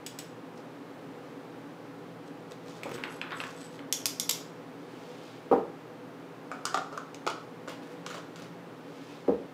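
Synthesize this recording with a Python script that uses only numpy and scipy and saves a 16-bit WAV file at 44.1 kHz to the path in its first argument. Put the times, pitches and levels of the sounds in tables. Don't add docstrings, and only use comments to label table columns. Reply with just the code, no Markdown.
import sys
import numpy as np
from scipy import signal
from scipy.fft import rfft, irfft, next_fast_len
from scipy.io import wavfile
from scipy.ndimage import uniform_filter1d

SR = 44100
rng = np.random.default_rng(int(sys.argv[2]) if len(sys.argv) > 2 else 0)


def digitize_waveform(pressure):
    field = np.atleast_2d(pressure).T
    bounded = np.clip(field, -1, 1)
    quanta = np.round(bounded * 32767).astype(np.int16)
    wavfile.write(sys.argv[1], SR, quanta)


N = 420343


def undb(db):
    return 10 ** (np.asarray(db) / 20)


def unit(x):
    return x / np.sqrt(np.mean(x ** 2))


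def unit_hit(x, size=176):
    return x / np.sqrt(uniform_filter1d(x ** 2, size, mode="constant").max())


def add(track, s, sound):
    start = int(s * SR)
    track[start:start + len(sound)] += sound[:N - start]


def colour(x, points, resonances=()):
    size = 2 * next_fast_len(len(x) // 2 + 1024)
    hz = np.maximum(np.arange(size // 2 + 1) * SR / size, 1)
    at_hz, db = np.transpose(points)
    db = np.interp(np.log(hz), np.log(at_hz), db)
    for centre, width, lift in resonances:
        db = db + lift / (1 + (2 * (hz - centre) / width) ** 2)
    cepstrum = irfft(db * np.log(10) / 20)
    cepstrum[1:size // 2] *= 2
    cepstrum[size // 2 + 1:] = 0
    return irfft(rfft(x, size) * np.exp(rfft(cepstrum)))[:len(x)]


def resonate(x, hz, width):
    return signal.lfilter(*signal.iirpeak(hz, hz / width, fs=SR), x)


def walk(rate):
    hold = int(SR / rate)
    steps = np.repeat(rng.standard_normal(N // hold + 1), hold)
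    return unit(uniform_filter1d(steps, hold)[:N])


def fade(t60):
    return np.exp(-np.log(1000) * np.arange(SR // 2) / SR / t60)


def swells(events):
    gain = np.zeros(N)
    for s, length, db in events:
        add(gain, s, undb(db) * np.hanning(int(length * SR)))
    return gain


def slides(events, attack_s, t60):
    gain = np.zeros(N)
    attack = np.linspace(0, 1, int(attack_s * SR))
    for s, hold, db in events:
        add(gain, s, undb(db) * np.concatenate([attack, np.ones(int(hold * SR)), fade(t60)]))
    return gain


def favour(modes, centre_hz, width_hz, lift_db):
    return [(hz, db + lift_db / (1 + (2 * (hz - centre_hz) / width_hz) ** 2), t60)
            for hz, db, t60 in modes]


def ring(modes, scatter_db, detune=0):
    t = np.arange(SR // 2) / SR
    out = 0
    for hz, db, t60 in modes:
        side, weight, grip = rng.standard_normal(3)
        amplitude = np.sign(side) * undb(db + scatter_db * weight)
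        out = out + amplitude * fade(t60) * np.sin(2 * np.pi * hz * (1 + detune * grip) * t)
    return unit_hit(out)


def crack(points, t60, rise_s=0.00054):
    push = np.minimum(np.arange(SR // 2) / SR / rise_s, 1)
    return unit_hit(colour(rng.standard_normal(SR // 2) * push * fade(t60), points))


def slips(rate, spread_db):
    sizes = undb(spread_db * np.minimum(rng.exponential(size=N), 4))
    slipping = rng.random(N) < rate / SR
    return unit(slipping * sizes * rng.standard_normal(N))


# (frequency [Hz], gain [dB])
AIR_SPECTRUM = [(25, -36), (60, -22), (95, -18), (125, -0.5), (200, -8.5), (250, -2.5), (420, 3.5),
                (620, -2.5), (1200, -6.5), (2000, -13.5), (4000, -22.5), (7000, -31), (11000, -36),
                (16000, -36.5)]
# (frequency [Hz], bandwidth [Hz], lift [dB])
HOUSING_RESONANCES = [(173.4, 6.1, 18.2), (233, 43, 7.3), (279, 39, 11.9), (493.8, 19.4, 9.3),
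                      (813, 16, 4.8)]
# (frequency [Hz], rms level [dB])
FAN_TONES = [(119.8, -63.5), (159.9, -58)]


def fan(air_db=-45.5):
    t = np.arange(N) / SR
    air = unit(colour(rng.standard_normal(N), AIR_SPECTRUM, HOUSING_RESONANCES))
    air *= undb(air_db + 0.33 * walk(1.43))
    hum = sum(np.sqrt(2) * undb(db) * np.sin(2 * np.pi * hz * t + 0.27 * walk(1.59))
              for hz, db in FAN_TONES)
    return air + hum


# (frequency [Hz], gain [dB])
MESH_SPECTRUM = [(50, -39), (200, -10), (700, 10.5), (1400, 7), (2150, 8), (2900, 7), (3400, 5), (5000, -4),
                 (6500, -14), (9000, -30), (16000, -45)]
TICK_SPECTRUM = [(200, -36), (1200, -7), (3000, 10), (4300, 5), (5300, 5), (6800, 5), (10000, -0.5),
                 (13500, -15), (16000, -5)]
# (frequency [Hz], relative level [dB], T60 [s])
SPOON_MODES = [(2960, 4, .026), (3240, 3, .016), (3800, -2, .025), (5280, 1, .025), (6780, 2, 0.035),
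               (6980, 0, .025), (7910, 4, 0.07), (8040, -1, .05), (12600, -2, 0.03), (13400, -1, .03),
               (14100, -2, 0.03)]
# (time [s], mesh level [dB], mesh resonance [Hz], relative spoon level [dB], relative skid level [dB])
CATCHES = [(0.0635, -48, 2100, -35, -74), (0.188, -46, 1890, -34.5, -65), (2.833, -35, 2950, -45, -62),
           (2.858, -53, 2300, -56, -57), (2.979, -45, 2300, -58, -41.5), (3.037, -29, 2190, -53, -38.5),
           (3.2144, -29.5, 2400, -55, -38.5), (3.3068, -40.5, 1490, -71, -37), (3.32, -39, 1700, -71, -55),
           (3.373, -47, 1600, -58, -64), (3.402, -30.5, 2470, -58, -45), (3.437, -36, 1500, -51, -44),
           (3.7917, -44, 1870, -64, -50)]


def catches():
    out = np.zeros(N)
    for s, mesh_db, mesh_hz, spoon_db, _ in CATCHES:
        snap = undb(-1) * crack(MESH_SPECTRUM, t60=0.014, rise_s=0.00035)
        buzz = undb(-11) * crack(MESH_SPECTRUM, t60=0.048)
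        release = snap + buzz
        mesh = unit_hit(release + undb(3) * resonate(release, mesh_hz, width=950))
        tick = undb(-4) * crack(TICK_SPECTRUM, t60=0.054)
        rattle = undb(-15) * crack(TICK_SPECTRUM, t60=0.26)
        ping = undb(-4) * ring(SPOON_MODES, scatter_db=0.52)
        add(out, s, undb(mesh_db) * mesh + undb(spoon_db) * (ping + tick + rattle))
    return out


# (frequency [Hz], gain [dB])
SKID_SPECTRUM = [(400, -5), (900, 23), (1500, 22), (2200, 14.5), (2900, 6), (3800, 7), (6000, -26),
                 (16000, -27)]


def skids(wire_slips, gain_db=-4):
    envelope = slides([(s, 0, db) for s, *_, db in CATCHES], attack_s=0.0096, t60=0.34)
    return undb(gain_db) * envelope * unit(colour(wire_slips, SKID_SPECTRUM))


# (frequency [Hz], gain [dB])
DRAG_SPECTRUM = [(30, -24), (70, -19), (130, -7), (260, -5), (500, 0), (720, -19), (1200, -11.5),
                 (2500, -18), (6000, -36)]
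# (time [s], duration [s], level [dB])
DRAGS = [(0.19, 0.068, -49), (2.78, 0.33, -44.5), (3.2, 0.27, -52)]


def drags():
    return swells(DRAGS) * unit(colour(slips(rate=1000, spread_db=3.9), DRAG_SPECTRUM))


# (frequency [Hz], gain [dB])
RASP_SPECTRUM = [(1500, -5), (3500, -2.5), (6500, -9), (8800, -21), (10000, -25), (13000, -24),
                 (16000, -26)]
GRIT_SPECTRUM = [(1500, -12), (3500, -4), (5000, -2), (6800, -3.5), (9000, -11), (16000, -25)]
# (frequency [Hz], bandwidth [Hz], lift [dB])
TIP_RESONANCES = [(8500, 900, 6), (13000, 1500, 2)]
# (frequency [Hz], bandwidth [Hz])
SQUEAK_MODES = [(7960, 260), (11170, 480)]
# (time [s], duration [s], rasp [dB], lower squeak [dB], upper squeak [dB])
STROKES = [(0.542, 0.084, -61, -80, -90), (2.256, 0.036, -55, -62, -78), (2.495, 0.044, -51.5, -59, -79),
           (2.597, 0.27, -56.5, -82, -90), (2.84, 0.15, -56.5, -76, -85), (2.929, 0.043, -46, -47, -65),
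           (3.036, 0.19, -57, -61, -59), (3.33, 0.12, -57, -54.5, -58), (3.362, 0.24, -54.5, -78, -85),
           (3.537, 0.17, -54.5, -51, -63), (3.676, 0.13, -56.5, -69, -74)]


def strokes(wire_slips, rasp_db=-1, squeak_db=-4, grit_db=-4):
    squeak = 0
    for k, (hz, width) in enumerate(SQUEAK_MODES):
        singing = swells([(s, length, tone_db[k]) for s, length, _, *tone_db in STROKES])
        grip = undb(2.5 * walk(110))
        tone = resonate(resonate(wire_slips, hz, width), hz, width)
        squeak = squeak + singing * unit(grip * tone)
    envelope = swells([(s, length, db) for s, length, db, *_ in STROKES])
    rasp = undb(rasp_db) * unit(colour(wire_slips, RASP_SPECTRUM, TIP_RESONANCES))
    grit = undb(grit_db) * unit(colour(slips(rate=500, spread_db=2.2), GRIT_SPECTRUM))
    return envelope * (rasp + grit) + undb(squeak_db) * squeak


# (frequency [Hz], gain [dB])
CLOTH_SPECTRUM = [(800, -15), (2500, 5.5), (5000, 0.5), (7500, -7), (10000, -13.5), (16000, -21)]
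# (time [s], duration [s], level [dB])
REACHES = [(1.1, 0.33, -70), (4.5, 1.15, -61), (8.6, 1, -62.5)]


def sleeves():
    fibres = slips(rate=3000, spread_db=1.5) * undb(2 * walk(14))
    return swells(REACHES) * unit(colour(fibres, CLOTH_SPECTRUM))


# (frequency [Hz], relative level [dB], T60 [s])
TABLE_MODES = [(245, -6, .08), (305, -7, .045), (350, -9, .05), (400, -6, .06), (437, -1, .08),
               (484, 0, .09), (545, -6, .07), (663, -9, .06), (755, -6, .045), (797, -6, .055),
               (930, -9, .055), (1130, -14, .07), (1250, -20, .06)]
# (frequency [Hz], gain [dB])
THUD_SPECTRUM = [(40, -59), (130, -28), (260, -6.5), (480, -6), (800, -9.5), (1300, -14.5), (1900, -42.5),
                 (5000, -49)]
BASE_SPECTRUM = [(300, -18), (900, -15), (1700, 10), (2600, -0.5), (8000, -19.5)]
BOOM_SPECTRUM = [(25, -32), (65, -5), (110, -16), (200, 4), (330, -11), (450, -10), (2000, -71)]
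# (time [s], relative level [dB], contact cutoff [Hz], favoured frequency [Hz], boom level [dB])
THUMPS = [(2.856, -34, 1500, 546, -60), (5.513, -15, 1350, 457, -47), (5.525, -16.5, 1310, 780, -47),
          (5.535, -22, 647, 245, -39), (5.548, -27.5, 620, 484, -45), (5.579, -26, 800, 464, -48),
          (9.2785, -17, 564, 333, -36), (9.292, -24.5, 720, 480, -38), (9.320, -26.5, 560, 437, -52),
          (9.340, -32, 570, 483, -54)]


def table_thumps():
    top, boom = np.zeros(N), np.zeros(N)
    for s, db, cutoff_hz, ring_hz, boom_db in THUMPS:
        modes = ring(favour(TABLE_MODES, ring_hz, width_hz=92, lift_db=16.4), scatter_db=1)
        thud = undb(-3) * crack(THUD_SPECTRUM, t60=0.14, rise_s=0.00078)
        cushioned = unit_hit(signal.lfilter(*signal.butter(3, cutoff_hz, fs=SR), modes + thud))
        tick = undb(-33) * crack(BASE_SPECTRUM, t60=0.21)
        add(top, s, undb(db) * (cushioned + tick))
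        add(boom, s, undb(boom_db) * crack(BOOM_SPECTRUM, t60=0.19, rise_s=0.002))
    return signal.lfilter(*signal.butter(2, 170, "high", fs=SR), top) + boom


# (frequency [Hz], relative level [dB], T60 [s])
STRAINER_MODES = [(2080, -5, .06), (2150, -4, .08), (3130, -2, .06), (3465, 2.5, .075), (3505, -5, .1),
                  (4112, -11, .12), (4658, -8, .17), (5163, -8, .22), (5425, -5, .22), (5502, -5, .26),
                  (5614, -7, .18), (5835, -7, .16), (6056, -4, .22), (6280, -4, .16), (6720, -3, .15),
                  (6800, -8, .22), (7350, -12, .12), (8085, -9, .13), (8480, -7, .14), (9520, -9, .12),
                  (11240, -3, .14), (11400, -5, .12), (11760, -8, .1), (13460, -4, .09)]
# (frequency [Hz], gain [dB])
RIM_SPECTRUM = [(50, -36), (300, -11), (1000, -8), (1750, -10.5), (2100, -2.5), (2550, -3.5), (3300, 3),
                (4100, 1), (6200, 7), (9000, -1.5), (13500, -1.5), (16000, -15)]
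# (time [s], relative ring level [dB], relative crack level [dB], favoured frequency [Hz])
RAPS = [(3.9255, -26, -25, 7000), (4.0567, -29, -25, 5700), (4.0655, -36, -31, 11300),
        (4.1983, -29.5, -27, 6550), (4.2931, -28, -26.5, 5600), (4.2955, -37, -25, 5900),
        (4.3105, -34, -28.5, 5650)]


def rim_raps():
    out = np.zeros(N)
    for s, ring_db, crack_db, bright_hz in RAPS:
        modes = favour(STRAINER_MODES, bright_hz, width_hz=1000, lift_db=5)
        rim = undb(-6) * ring(modes, scatter_db=2, detune=0.002)
        contact = undb(3) * crack(RIM_SPECTRUM, t60=0.014, rise_s=0.0001)
        jangle = undb(-11) * crack(RIM_SPECTRUM, t60=0.22)
        add(out, s, undb(ring_db) * (rim + jangle) + undb(crack_db) * contact)
    return out


# (frequency [Hz], relative level [dB], T60 [s])
JAR_MODES = [(975, -4, .022), (1140, -2, .026), (1185, -2, .032), (1262, -2, .028), (1335, -2, .024),
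             (1390, -5, .02), (1462, -2, .03), (1520, -9, .018), (2330, -20, .018)]
# (frequency [Hz], gain [dB])
CLICK_SPECTRUM = [(50, -47), (400, -39), (1400, 8), (2400, 13.5), (5000, 8.5), (6900, 8.5), (9500, -4.5),
                  (13000, -15), (16000, -13)]
# (time [s], ring [dB], favoured frequency [Hz],
# thud [dB], thud resonance [Hz], click [dB], click high-pass cutoff [Hz], room send [dB])
JAR_KNOCKS = [(6.516, -30.5, 1300, -39.5, 724, -46.5, 1200, 1),
              (6.6534, -27, 1470, -54, 890, -28, 4560, -4), (6.667, -32.5, 1240, -57, 890, -55, 4600, 3.5),
              (6.695, -39, 1420, -55, 890, -52, 4600, -10),
              (6.7439, -21.5, 1410, -23, 760, -32, 1300, -1.5),
              (6.7749, -23, 1400, -33, 780, -42, 1300, -6), (6.9263, -40, 1270, -39, 507, -54, 1180, 4.5),
              (6.9756, -28, 1250, -53, 450, -45, 2000, -4), (7.145, -62, 1300, -60, 506, -43, 3570, -8),
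              (7.2657, -31, 1160, -24.5, 487, -35, 1200, -3.5),
              (7.275, -23, 1150, -37, 460, -32, 2000, -2.5), (7.3001, -33, 1160, -47, 431, -40.5, 2000, -5),
              (7.6762, -38, 1130, -35.5, 570, -51, 1200, -2),
              (7.6821, -40, 1200, -46, 583, -44.5, 1400, -1), (7.692, -47, 1000, -41, 486, -52, 1200, -2),
              (8.0636, -35.5, 1430, -47, 517, -37, 1800, -4), (8.1018, -40, 1400, -46, 517, -44.5, 1800, 4),
              (8.1436, -38.5, 1310, -39, 507, -46.5, 1200, 2.5),
              (8.1807, -40.5, 1090, -44, 517, -52, 1200, 0),
              (8.359, -46, 1310, -62, 490, -47.5, 3470, -0.5), (8.421, -54, 1300, -43, 495, -50, 3000, 0)]


def jar_knocks():
    direct, spill = np.zeros(N), np.zeros(N)
    for s, ring_db, ring_hz, thud_db, thud_hz, click_db, cutoff_hz, room_db in JAR_KNOCKS:
        blow = crack(THUD_SPECTRUM, t60=0.07)
        thud = undb(-3) * unit_hit(resonate(blow, thud_hz, width=140) + undb(-12.5) * blow)
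        modes = favour(JAR_MODES, ring_hz, width_hz=160, lift_db=5)
        hollow = undb(-2) * ring(modes, scatter_db=2, detune=0.025)
        snap = crack(CLICK_SPECTRUM, t60=0.014, rise_s=0.0002)
        rattle = undb(-9) * crack(CLICK_SPECTRUM, t60=0.13)
        click = unit_hit(signal.lfilter(*signal.butter(2, cutoff_hz, "high", fs=SR), snap + rattle))
        knock = undb(ring_db) * hollow + undb(thud_db) * thud + undb(click_db) * click
        add(direct, s, knock)
        add(spill, s, undb(room_db) * knock)
    return signal.lfilter(*signal.butter(2, 220, "high", fs=SR), [direct, spill])


# (frequency [Hz], gain [dB])
RUB_SPECTRUM = [(410, -15), (700, -14), (820, 4), (1250, -2), (1710, 1), (2500, 2), (4260, -3.5),
                (7000, -9), (16000, -20)]
# (frequency [Hz], bandwidth [Hz], lift [dB])
LID_RESONANCE = [(1300, 600, 4)]
# (time [s], hold [s], relative level [dB])
RUBS = [(6.672, 0.06, -64), (7.685, 0.0085, -49), (7.82, 0.11, -64), (8.075, 0.082, -57),
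        (8.36, 0.062, -59)]


def lid_rubs(gain_db=1):
    jerks = undb(3 * walk(50))
    friction = slips(rate=1100, spread_db=2.2) * jerks
    envelope = slides(RUBS, attack_s=0.0035, t60=0.21)
    return undb(gain_db) * envelope * unit(colour(friction, RUB_SPECTRUM, LID_RESONANCE))


def kitchen(x, wet_db, low_t60=0.39, high_t60=0.28, build_s=0.0042, split_hz=6000):
    lows = signal.lfilter(*signal.butter(2, split_hz, fs=SR), rng.standard_normal(SR // 2))
    highs = signal.lfilter(*signal.butter(2, split_hz, "high", fs=SR), rng.standard_normal(SR // 2))
    swell = np.minimum(np.arange(SR // 2) / SR / build_s, 1) ** 2
    tail = swell * (lows * fade(low_t60) + undb(-2.5) * highs * fade(high_t60))
    return undb(wet_db) * signal.fftconvolve(x, tail / np.sqrt(np.sum(tail ** 2)))[:N]


def scene():
    strainer = rim_raps() + catches()
    wire_slips = slips(rate=1500, spread_db=2.2) * undb(2.5 * walk(90))
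    strainer += skids(wire_slips) + strokes(wire_slips) + drags()
    table = table_thumps()
    handling = lid_rubs() + sleeves()
    knocks, spill = jar_knocks()
    room = kitchen(strainer, wet_db=-7)
    room += kitchen(spill + handling, wet_db=-2.5, low_t60=0.42)
    room += kitchen(table, wet_db=-9.5, low_t60=0.43)
    return (strainer + knocks + handling + table + room + fan())[None]


def record(dry):
    return signal.sosfilt(signal.ellip(10, 0.2, 80, 15550, fs=SR, output="sos"), dry)


dry = scene()
out = record(dry)
digitize_waveform(out)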